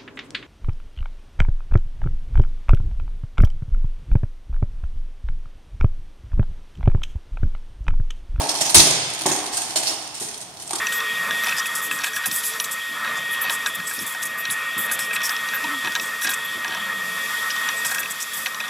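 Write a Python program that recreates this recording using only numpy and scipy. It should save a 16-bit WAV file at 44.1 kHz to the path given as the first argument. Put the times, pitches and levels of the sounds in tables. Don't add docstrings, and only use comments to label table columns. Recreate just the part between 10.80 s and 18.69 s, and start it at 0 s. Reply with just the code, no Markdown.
import sys
import numpy as np
from scipy import signal
from scipy.fft import rfft, irfft, next_fast_len
from scipy.io import wavfile
from scipy.ndimage import uniform_filter1d

SR = 44100
rng = np.random.default_rng(int(sys.argv[2]) if len(sys.argv) > 2 else 0)


def natural_amplitude(level_db):
    exponent = np.asarray(level_db, float) / 20
    return 10 ** exponent


def wav_record(signal):
    frames = np.transpose(np.atleast_2d(signal))
    bounded = np.clip(frames, -1, 1)
    quanta = np.round(bounded * 32767).astype(np.int16)
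    wavfile.write(sys.argv[1], SR, quanta)


N = 347949
T, M = np.arange(N) / SR, next_fast_len(N)
HZ = np.arange(M // 2 + 1) * SR / M + 1e-3

# start_s, blade_tone_db, nozzle_hiss_db
MACHINE_LEVELS = [(0.0, -27, -36.5), (0.61, -27, -35.5), (1.12, -32.5, -38), (1.38, -33, -39.5),
                  (1.69, -33.5, -33), (1.91, -34, -39), (2.2, -31.5, -40.5), (2.61, -26.5, -37),
                  (2.9, -33.5, -39.5), (3.25, -34.5, -38), (3.67, -30, -39), (3.89, -28.5, -40),
                  (5.1, -29.5, -36.5), (5.36, -32, -38.5), (5.69, -31, -39.5), (6.9, -27.5, -34.5),
                  (7.43, -36.5, -37), (7.89, -33, -41)]
BLADE_HZ = 1875
# pitch_hz, width_hz, level_db
CASING_MODES = [(929, 63, -7.5), (1077, 80, -4), (1204, 105, 0), (1309, 40, 1.5), (1461, 80, -2.5),
                (1693, 18, -1), (1780, 70, 2), (1851, 47, 2.5), (2087, 42, -6), (2330, 55, 1),
                (2522, 95, 1.5), (3116, 200, -6), (3343, 69, 4.5), (3518, 31, 3.5), (3690, 82, -5),
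                (4240, 75, -12)]
# pitch_hz, level_db (per Hz)
ROAR_COLOUR = [(600, -27), (1000, -15), (1800, -11), (2000, -11.5), (2700, -4.5), (2920, -13.5),
               (3600, -36), (4500, -43), (6000, -69)]

# pitch_hz, level_db (per Hz)
RUMBLE_COLOUR = [(20, -17), (50, -16.5), (100, -12), (180, -4), (290, -7), (356, -12.5), (500, -5.5),
                 (750, -8), (1000, -17.5), (1300, -34)]
# pitch_hz, width_hz, level_db
HOSE_MODES = [(226, 9.7, 5.6), (439.3, 10.4, 12.2), (539.4, 10.3, 10.5), (650, 57, 5.6), (1010, 20, 4.4)]
# start_s, peak_db, pitch_hz
HOSE_THUMPS = [(0.347, -48, 317), (0.727, -38, 220), (1.127, -32.5, 203), (1.358, -39, 188),
               (1.479, -29.5, 198), (2.099, -36, 258), (2.396, -39, 196), (2.676, -34, 226),
               (2.976, -31.5, 184), (3.19, -29.5, 220), (3.442, -40, 199), (3.695, -36, 167),
               (3.97, -29.5, 199), (4.364, -41, 191), (4.849, -33, 288), (5.049, -28, 280),
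               (5.198, -35, 325), (5.459, -29.5, 332), (5.755, -32, 278), (5.886, -31.5, 398),
               (7.219, -40, 153)]
# start_s, length_s, first_hz, last_hz, level_db
RIB_HUMS = [
    (0.026, 0.49, 439.4, 440, -46.5),
    (1.054, 0.19, 302.6, 285, -49.5),
    (1.644, 0.25, 435, 459, -47),
    (4.835, 0.16, 290, 278, -38.5),
    (5.95, 0.44, 194.6, 194, -47.5),
]

# pitch_hz, level_db (per Hz)
HISS_COLOUR = [(2060, -49), (3500, 2), (4230, -7), (4680, -2), (6290, -6.5), (7370, -4.5), (8800, -7.5),
               (12300, -4), (13700, -10), (14500, -4), (15800, -25)]
# pitch_hz, width_hz, level_db
NOZZLE_MODES = [(5660, 280, -0.5), (6060, 48, -6), (7300, 91, 4.5), (7860, 150, 2), (9350, 140, 5),
                (10670, 540, 0), (12400, 130, -16)]
JET_RANGES = [5200, 6600, 8300, 10600, 13200]
# start_s, length_s, level_db, bright_minus_dull_db
SLAP_GUSTS = [(0.116, 0.054, -32.5, 3), (0.627, 0.02, -32, 12), (0.649, 0.074, -36.5, 4),
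              (0.945, 0.056, -30, 1.5), (1.105, 0.1, -34.5, 5), (1.233, 0.051, -31, 1),
              (1.452, 0.027, -23.5, 4.5), (1.795, 0.036, -34, 11), (1.833, 0.028, -30, 2),
              (1.905, 0.037, -28, 3), (2.607, 0.035, -28.5, 11), (2.857, 0.044, -33, 4),
              (3.065, 0.06, -32, 1), (3.125, 0.053, -34.5, 5.5), (3.256, 0.1, -35, 5),
              (3.446, 0.025, -30, 2.5), (3.702, 0.036, -28, 1.5), (3.973, 0.091, -28.5, 8),
              (4.108, 0.045, -26.5, 2.5), (4.183, 0.086, -31, 4), (4.483, 0.065, -35.5, 7),
              (5.204, 0.085, -35, 1.5), (5.462, 0.016, -29.5, -7), (5.485, 0.04, -31, 4),
              (6.701, 0.015, -28, -22), (7.043, 0.064, -27, 0.5), (7.102, 0.031, -32, 4),
              (7.136, 0.041, -34, 4), (7.528, 0.15, -33.5, 3.5)]
# start_s, length_s, level_db, bright_minus_dull_db
SLIDE_GUSTS = [(0.758, 0.046, -32, -1), (0.851, 0.022, -30.5, 3), (1.011, 0.069, -31.5, 5),
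               (1.331, 0.056, -33.5, 4), (1.508, 0.1, -28, 3.5), (1.625, 0.072, -28, 3),
               (2.35, 0.042, -38.5, -5), (2.501, 0.051, -35, 7), (2.689, 0.07, -30, 2),
               (2.941, 0.015, -30.5, 7), (3.19, 0.05, -35, 5.5), (3.413, 0.028, -28.5, 2.5),
               (3.57, 0.05, -35.5, 8), (4.324, 0.039, -30, 2), (4.426, 0.053, -28, 2.5),
               (4.728, 0.038, -31.5, 33), (5.406, 0.053, -27.5, 4.5), (5.527, 0.016, -29.5, 1),
               (7.18, 0.026, -29.5, 6), (7.294, 0.028, -31, 3), (7.394, 0.044, -31, 1)]
SLAP_PEAK, SLIDE_PEAK = 0.05, 0.55

# start_s, wall_db, lid_db, rim_db, tip_db
NOZZLE_TAPS = [(0.069, -30, -16.5, -24, -20), (0.1232, -23, -33, -26, -31), (0.203, -30, -28, -31, -27),
               (0.509, -21, -38, -21.5, -26), (0.644, -37, -23, -33, -23), (0.67, -32, -20, -22, -19.5),
               (0.6835, -28, -23, -29, -24), (0.6947, -36, -28, -33, -21), (0.7242, -26, -14.5, -33, -29),
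               (0.783, -40, -39, -31, -24), (0.798, -36, -39, -38, -22), (0.8571, -37, -21, -34, -30),
               (1.1124, -19, -15.5, -22.5, -32), (1.188, -28, -26, -39, -30), (1.2176, -28, -34, -28, -25),
               (1.2427, -27, -14.5, -24, -21), (1.2684, -25, -30, -27, -30), (1.3337, -28, -33, -37, -27),
               (1.364, -20.5, -29, -27, -25), (1.4577, -44, -25, -29, -26), (1.5139, -36, -31, -29, -19),
               (1.638, -40, -33, -24, -31), (1.7367, -43, -33, -36, -30), (1.8001, -40, -27, -16, -12.5),
               (2.2463, -22, -32, -32, -41), (2.276, -28, -28, -34, -36), (2.6394, -33, -42, -31, -33),
               (2.677, -37, -26, -40, -43), (2.6968, -22, -21, -18, -23), (2.8615, -15.5, -30, -19.5, -20),
               (2.8685, -22, -23, -37, -26), (3.0003, -27, -25, -35, -31), (3.111, -24.5, -32, -43, -35),
               (3.348, -27, -33, -40, -33), (3.427, -41, -46, -31, -28), (3.6529, -30, -28, -25, -25),
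               (4.113, -22, -35, -30, -36), (4.1913, -27, -27, -26, -26), (4.3326, -29, -18, -32, -43),
               (4.3646, -27, -14, -28, -26),
               (4.4177, -32, -22, -32, -24), (4.4404, -42, -26, -41, -22), (4.4535, -42, -40, -40, -22),
             (4.494, -23, -27, -26, -16), (4.5649, -45, -32, -26.5, -23), (4.6873, -33, -31, -28, -28),
             (4.7361, -22, -38, -41, -37), (4.8413, -42, -27, -25, -27), (5.0469, -32, -24, -26, -26),
             (5.0584, -41, -29, -30, -32), (5.122, -33, -34, -37, -26), (5.1524, -19, -31, -16, -17),
             (5.1614, -30, -35, -21, -24), (5.1978, -39, -21, -25, -20.5), (5.4193, -25, -33, -26, -25),
             (5.4452, -21, -24, -25, -23), (5.4552, -28, -21, -31, -30), (5.4726, -20, -26, -25, -27),
             (5.4934, -30, -36, -29, -25), (5.5036, -33, -28, -38, -33), (5.5159, -26, -32, -32, -25),
             (5.5343, -36, -23, -34, -36), (5.8459, -23, -22, -23, -27), (5.88, -30, -35, -34, -26),
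             (5.9483, -30, -31, -29, -26), (6.7032, -31, -33, -25, -24), (6.7642, -36, -27, -29, -29),
             (6.8884, -25, -29, -20.5, -20), (7.0476, -27, -30, -24, -26), (7.0569, -26, -33, -31, -26),
             (7.115, -21, -27, -25, -23), (7.1471, -30, -21, -27, -25), (7.1837, -24, -20.5, -27, -23),
             (7.2317, -32, -19.5, -35, -27), (7.2582, -41, -21, -42, -41), (7.4044, -49, -34, -41, -26),
             (7.4223, -47, -46, -43, -29), (7.6599, -37, -14.5, -21, -23), (7.6676, -25, -23, -24, -33),
             (7.8028, -44, -22, -30, -25),
               (0.6365, -34, -26, -28, -27), (1.2365, -24, -22, -32, -23), (1.437, -25, -32, -35, -36),
                 (1.8442, -36, -34, -25, -29), (2.5471, -36, -26, -31, -37), (2.611, -26, -34, -36, -33),
                 (3.1906, -38, -36, -32.5, -25), (3.701, -32, -32, -26, -33), (4.3085, -26, -24, -38, -38),
                 (4.36, -32, -20, -25, -34), (4.4054, -35, -27, -32, -36), (7.7458, -34, -36, -27, -30),
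                 (7.881, -38, -36, -32.5, -29)]
# start_s, peak_db
BOX_KNOCKS = [(0.6696, -24), (0.6835, -33), (0.6947, -41), (1.1124, -38), (1.2422, -42), (1.4577, -31),
              (1.6373, -37), (1.8005, -32), (2.2471, -33), (2.2755, -42), (2.6405, -26), (2.6968, -24.5),
              (2.8616, -45), (3.3473, -31.5), (4.494, -32), (4.5649, -36), (4.8413, -22), (5.0469, -27),
              (5.0584, -31), (5.1614, -27.5), (5.4726, -36), (5.8459, -27.5), (5.88, -33), (5.9483, -28),
              (6.8884, -34), (7.0476, -30), (7.0569, -33), (7.115, -30), (7.6599, -32), (7.6676, -36),
              (7.8028, -31)]
# pitch_hz, level_db, fade_by_60_db_s
BOOM_MODES = [(580, -12, 0.05), (766, -9, 0.05), (940, -4, 0.045)]
# pitch_hz, level_db, fade_by_60_db_s
WALL_MODES = [(1284, -18, 0.05), (1500, -11, 0.045), (1640, -4, 0.055)]
# pitch_hz, level_db, fade_by_60_db_s
LID_MODES = [(2070, -9, .02), (2350, -6, .02), (2560, 1, .03)]
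# pitch_hz, level_db, fade_by_60_db_s
RIM_MODES = [(3110, 0, .013), (3500, 1, .014), (3850, 1, .013), (4300, -2, .011)]
# pitch_hz, level_db, fade_by_60_db_s
TIP_MODES = [(4800, -5, .009), (5300, -1, .011), (5750, 2, .013), (6300, -4, .008), (7300, -7, .006),
             (9500, -9, .004), (12000, -11, .003)]
RATTLE_S = 0.0045

# start_s, length_s, pitch_hz, level_db
GAP_WHISTLES = [(0.123, 0.073, 13400, -31), (0.762, 0.047, 5100, -29), (0.855, 0.025, 8120, -43),
                (0.943, 0.048, 11000, -33), (1.02, 0.068, 10650, -38), (1.23, 0.056, 7880, -43),
                (1.33, 0.061, 5760, -38), (1.453, 0.036, 12350, -37), (1.63, 0.096, 10810, -31),
                (1.795, 0.024, 9900, -31), (1.907, 0.037, 12270, -38), (2.509, 0.047, 10800, -33),
                (2.609, 0.049, 11670, -32), (2.695, 0.072, 10640, -33), (2.857, 0.051, 11000, -39),
                (3.05, 0.069, 8000, -34), (3.188, 0.026, 10510, -34), (3.261, 0.062, 10910, -40),
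                (3.577, 0.049, 13160, -40), (3.697, 0.046, 10200, -26), (4.106, 0.05, 10300, -29.5),
                (4.187, 0.07, 5400, -36), (4.327, 0.046, 8300, -36), (4.43, 0.048, 5580, -28.5),
                (4.489, 0.022, 5680, -35), (5.418, 0.048, 5760, -32), (5.645, 0.023, 12500, -34),
                (6.958, 0.049, 7960, -33.5), (7.141, 0.023, 12250, -39), (7.3, 0.026, 10730, -40),
                (7.401, 0.035, 5640, -34), (7.656, 0.027, 5800, -35)]
WHISTLE_WIDTH = 0.047
# start_s, length_s, level_db, wall_against_lid_db
RIB_SCRAPES = [(0.653, 0.083, -29.5, 1), (1.175, 0.14, -33.5, 7), (1.433, 0.034, -32, 10),
               (2.228, 0.093, -38, -7), (2.619, 0.12, -33, -6), (4.076, 0.05, -34.5, 2),
               (4.3, 0.24, -42.5, -21), (4.716, 0.063, -32, 18), (5.035, 0.053, -29, 1),
               (5.426, 0.098, -29.5, 7), (5.84, 0.18, -34.5, 1), (7.046, 0.27, -37, 22),
               (7.792, 0.072, -34.5, 6)]
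# pitch_hz, side_minus_mid_db
PORT_DIFFERENCE = [(30, -1), (60, -5), (125, -6), (300, -9), (480, -18), (700, -34), (1600, -30),
                   (1870, -15), (2200, -28), (6300, -24), (8500, -10), (12500, -3), (15000, -3)]


def curve(points):
    hz, db = np.transpose(points)
    return natural_amplitude(np.interp(np.log(HZ), np.log(hz), db))


def peaks(modes):
    return np.sqrt(sum(natural_amplitude(2 * db) / (1 + (2 * (HZ - hz) / width) ** 2) ** 2 for hz, width, db in modes))


def air(gain, lo_hz, hi_hz):
    power = np.sum(gain[(HZ > lo_hz) & (HZ < hi_hz)] ** 2) * 4 / M ** 2
    chance = rng.standard_normal((2, len(HZ), 2)).view(complex)[..., 0]
    return irfft(chance * gain, M)[:, :N] / np.sqrt(power)


def walk(rate):
    k = int(SR / rate)
    held = np.repeat(rng.standard_normal(N // k + 1), k)
    return 1.247 * uniform_filter1d(uniform_filter1d(held, k), k)[:N]


def add(out, s, sound):
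    i = max(int(s * SR), 0)
    out[..., i:i + sound.shape[-1]] += sound[..., :N - i]


def fan(tone_db, shade_db):
    quarter_turn = np.array([[0], [np.pi / 2]])
    phase = 2 * np.pi * np.cumsum(BLADE_HZ + 1.553 * walk(7.2)) / SR + quarter_turn
    tone = natural_amplitude(1.6 * walk(55)) * np.sin(phase) + natural_amplitude(-24) * np.sin(2 * phase)
    colour = np.hypot(curve(ROAR_COLOUR), peaks(CASING_MODES))
    lower = air(colour * (HZ < 2200), 1106, 1425) * natural_amplitude(-5.0 + 2.0 * walk(22))
    middle = air(colour * (HZ > 2200) * (HZ < 2900), 2200, 3700) * natural_amplitude(-6.5 + 1.2 * walk(16))
    upper = air(colour * (HZ > 2900), 2200, 3600) * natural_amplitude(-6.0 + 2.05 * walk(17))
    return np.sqrt(2) * natural_amplitude(tone_db) * tone + natural_amplitude(shade_db) * (lower + middle + upper)


def hose(rumble_db):
    colour = curve(RUMBLE_COLOUR) * np.hypot(1, peaks(HOSE_MODES))
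    out = air(colour, 110, 655) * natural_amplitude(rumble_db + 3.0 + 2.0 * walk(6.5))
    t = np.arange(int(.15 * SR)) / SR
    no_bass = signal.butter(2, 130, "high", fs=SR, output="sos")
    for s, db, hz in HOSE_THUMPS:
        push = rng.standard_normal((2, len(t))) * t * np.exp(-t / 0.021)
        body = np.exp(-t / .0022) * np.sin(2 * np.pi * hz * t)
        bump = signal.sosfilt(no_bass, signal.fftconvolve(push, body[None], axes=1))
        add(out, s - .015, natural_amplitude(db - 2.5) * bump / np.abs(bump[0]).max())
    for start, length, first_hz, last_hz, top_db in RIB_HUMS:
        s = start + length * np.array([0, 0.44, 1])
        db = top_db - 5 * np.array([1, 0, 1])
        t = np.arange(s[0] - .02, s[-1] + .03, 1 / SR)
        fade = np.interp(t, [s[0] - .02, s[0], s[-1], s[-1] + 0.019], [0, 1, 1, 0])
        hz = np.interp(t, s[::2], [first_hz, last_hz]) + 13 * walk(41.5)[:len(t)]
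        phase = 2 * np.pi * np.cumsum(hz) / SR
        level = natural_amplitude(np.interp(t, s, db) + 1.4 * walk(53)[:len(t)])
        add(out[0], t[0], np.sqrt(2) * fade * level * np.sin(phase))
    return out


def nozzle(bed_db):
    colour = curve(HISS_COLOUR) * np.hypot(1, peaks(NOZZLE_MODES))
    count = len(JET_RANGES)
    octave = np.log2(np.array(JET_RANGES) / 8300)
    gust = np.zeros((count, N))
    puffs = [(*row, SLAP_PEAK) for row in SLAP_GUSTS] + [(*row, SLIDE_PEAK) for row in SLIDE_GUSTS]
    for s, length, db, bright_db, place in puffs:
        t = np.arange(int((length + 0.046) * SR)) / SR
        times = [0, .002, 0.0009 + length * place, length + 0.0011, length + 0.0016, length + 0.045]
        shape = np.interp(t, times, [0.26 * (1 - place), 1.7 * (1 - place), 1.72, 0.43, 0.0, 0.14])
        stray_db = 1.5 * rng.standard_normal(count)
        share = natural_amplitude(-14 * (octave - bright_db / 12) ** 2 + stray_db)
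        add(gust, s + 0.0054, shape * natural_amplitude(db - 2.5) * share[:, None] / np.linalg.norm(share))
    softer_top = curve([(20, 0), (13500, 0), (14500, -4), (20000, -6)])
    out = air(colour * softer_top, 6100, 15000) * natural_amplitude(bed_db - 1.5 + 1.3 * walk(10))
    grains = np.repeat(rng.exponential(size=N // 32 + 1) - 1, 32)[:N]
    for hz, level in zip(JET_RANGES, gust):
        grit = natural_amplitude(2.3 * np.minimum(grains, 3) + 1.8 * walk(70))
        one_range = np.exp(-(np.log2(HZ / hz) / .2) ** 2)
        out += level * grit * air(colour * one_range, 0, SR)
    return out


def ring(modes, t, chance):
    hz, db, t60 = np.transpose(modes)[..., None]
    k = len(modes)
    onset = 1 - np.exp(-t * hz / .8)
    size = natural_amplitude(db + 2.2 * chance[:k, None]) / np.sqrt(k) * onset
    tone = np.sin(2 * np.pi * hz * (1 + 0.012 * chance[-k:, None]) * t)
    return np.sum(size * np.exp(-np.log(1000) * t / t60) * tone, axis=0)


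def strike(modes, push, t, chance):
    hit = signal.fftconvolve(push, ring(modes, t, chance)[None], axes=1)[:, :len(t)]
    return hit / np.abs(hit[0]).max()


def taps():
    out, t = np.zeros((2, N)), np.arange(int(.07 * SR)) / SR
    fade = np.cos(np.pi / 2 * t / t[-1])
    for s, wall_db, lid_db, rim_db, tip_db in NOZZLE_TAPS:
        chance = rng.standard_normal((4, 14))
        rattle = np.exp(-t / RATTLE_S) * natural_amplitude(5.5 * rng.standard_normal(len(t)))
        push = (np.exp(-t / .0006) + .13 * rattle) * rng.standard_normal((2, len(t)))
        push[:, 0] += 3
        hit = natural_amplitude(wall_db + 2.0) * strike(WALL_MODES, push, t, chance[0])
        hit += natural_amplitude(lid_db + 3.0) * strike(LID_MODES, push, t, chance[1])
        hit += natural_amplitude(rim_db + 8.5) * strike(RIM_MODES, push, t, chance[2])
        hit += natural_amplitude(tip_db + 5.5) * strike(TIP_MODES, push, t, chance[3])
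        crack = natural_amplitude(-8) * (push - uniform_filter1d(push, size=15)) / np.abs(push[0]).max()
        add(out, s - 0.0003, fade * (hit + natural_amplitude(max(rim_db, tip_db) + 9.0) * crack))
    for s, db in BOX_KNOCKS:
        push = np.exp(-t / .004) * rng.standard_normal((2, len(t)))
        boom = strike(BOOM_MODES, push, t, rng.standard_normal(14))
        add(out, s, natural_amplitude(db + 1.0) * fade * boom)
    return out


def whistles():
    out = np.zeros((2, N))
    for s, length, hz, db in GAP_WHISTLES:
        n = int((length + 0.0091) * SR)
        limits = [hz * (1 - WHISTLE_WIDTH), hz * (1 + WHISTLE_WIDTH)]
        band = signal.butter(2, limits, "band", fs=SR, output="sos")
        gritty = rng.standard_normal((2, 8192)) * natural_amplitude(4.0 * rng.standard_normal(8192))
        jet = signal.sosfilt(band, gritty)[:, -n:]
        add(out, s - .005, natural_amplitude(db - 0.5) * np.hanning(n) ** 0.53 * jet / jet.std())
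    return out


def scrapes():
    out, t = np.zeros((2, N)), np.arange(int(.06 * SR)) / SR
    for s, length, db, wall_db in RIB_SCRAPES:
        chance = rng.standard_normal((3, 14))
        box = ring(LID_MODES, t, chance[0]) + natural_amplitude(3.0) * ring(RIM_MODES, t, chance[0, ::-1])
        box += natural_amplitude(wall_db) * ring(WALL_MODES, t, chance[1])
        box += natural_amplitude(-1.0) * ring(BOOM_MODES, t, chance[2]) + natural_amplitude(-5.0) * ring(TIP_MODES, t, chance[2])
        n = int(length * SR)
        slips = rng.standard_normal((2, n)) * (rng.random(n) < .012) * np.sqrt(np.hanning(n))
        drag = signal.fftconvolve(slips, box[None], axes=1)
        add(out, s, natural_amplitude(db) * drag / drag[0, :n].std())
    return out


def scene():
    s, *columns = np.transpose(MACHINE_LEVELS)
    tone_db, hiss_db = (np.interp(T, s, c) for c in columns)
    shade_db = uniform_filter1d(tone_db, int(.2 * SR)) + 30.0
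    machine = fan(tone_db, 0.67 * shade_db - 32.5) + hose(0.7 * shade_db - 50.5)
    no_bass = signal.butter(4, 600, "high", fs=SR, output="sos")
    mid, side = machine + nozzle(hiss_db) + whistles() + signal.sosfilt(no_bass, taps() + scrapes())
    side = irfft(rfft(side, M) * curve(PORT_DIFFERENCE), M)[:N]
    return np.array([mid + side, mid - side])


def low_pass(x):
    return signal.sosfilt(signal.butter(12, 15850, fs=SR, output="sos"), x)


def record(dry):
    dry = signal.sosfilt(signal.butter(1, 70, "high", fs=SR, output="sos"), dry)
    dry = .62 * np.tanh(dry / .62)
    dry = signal.sosfilt(signal.ellip(10, .2, 70, 15850, fs=SR, output="sos"), dry)
    return low_pass(dry)


dry = scene()
out = record(dry)
wav_record(out)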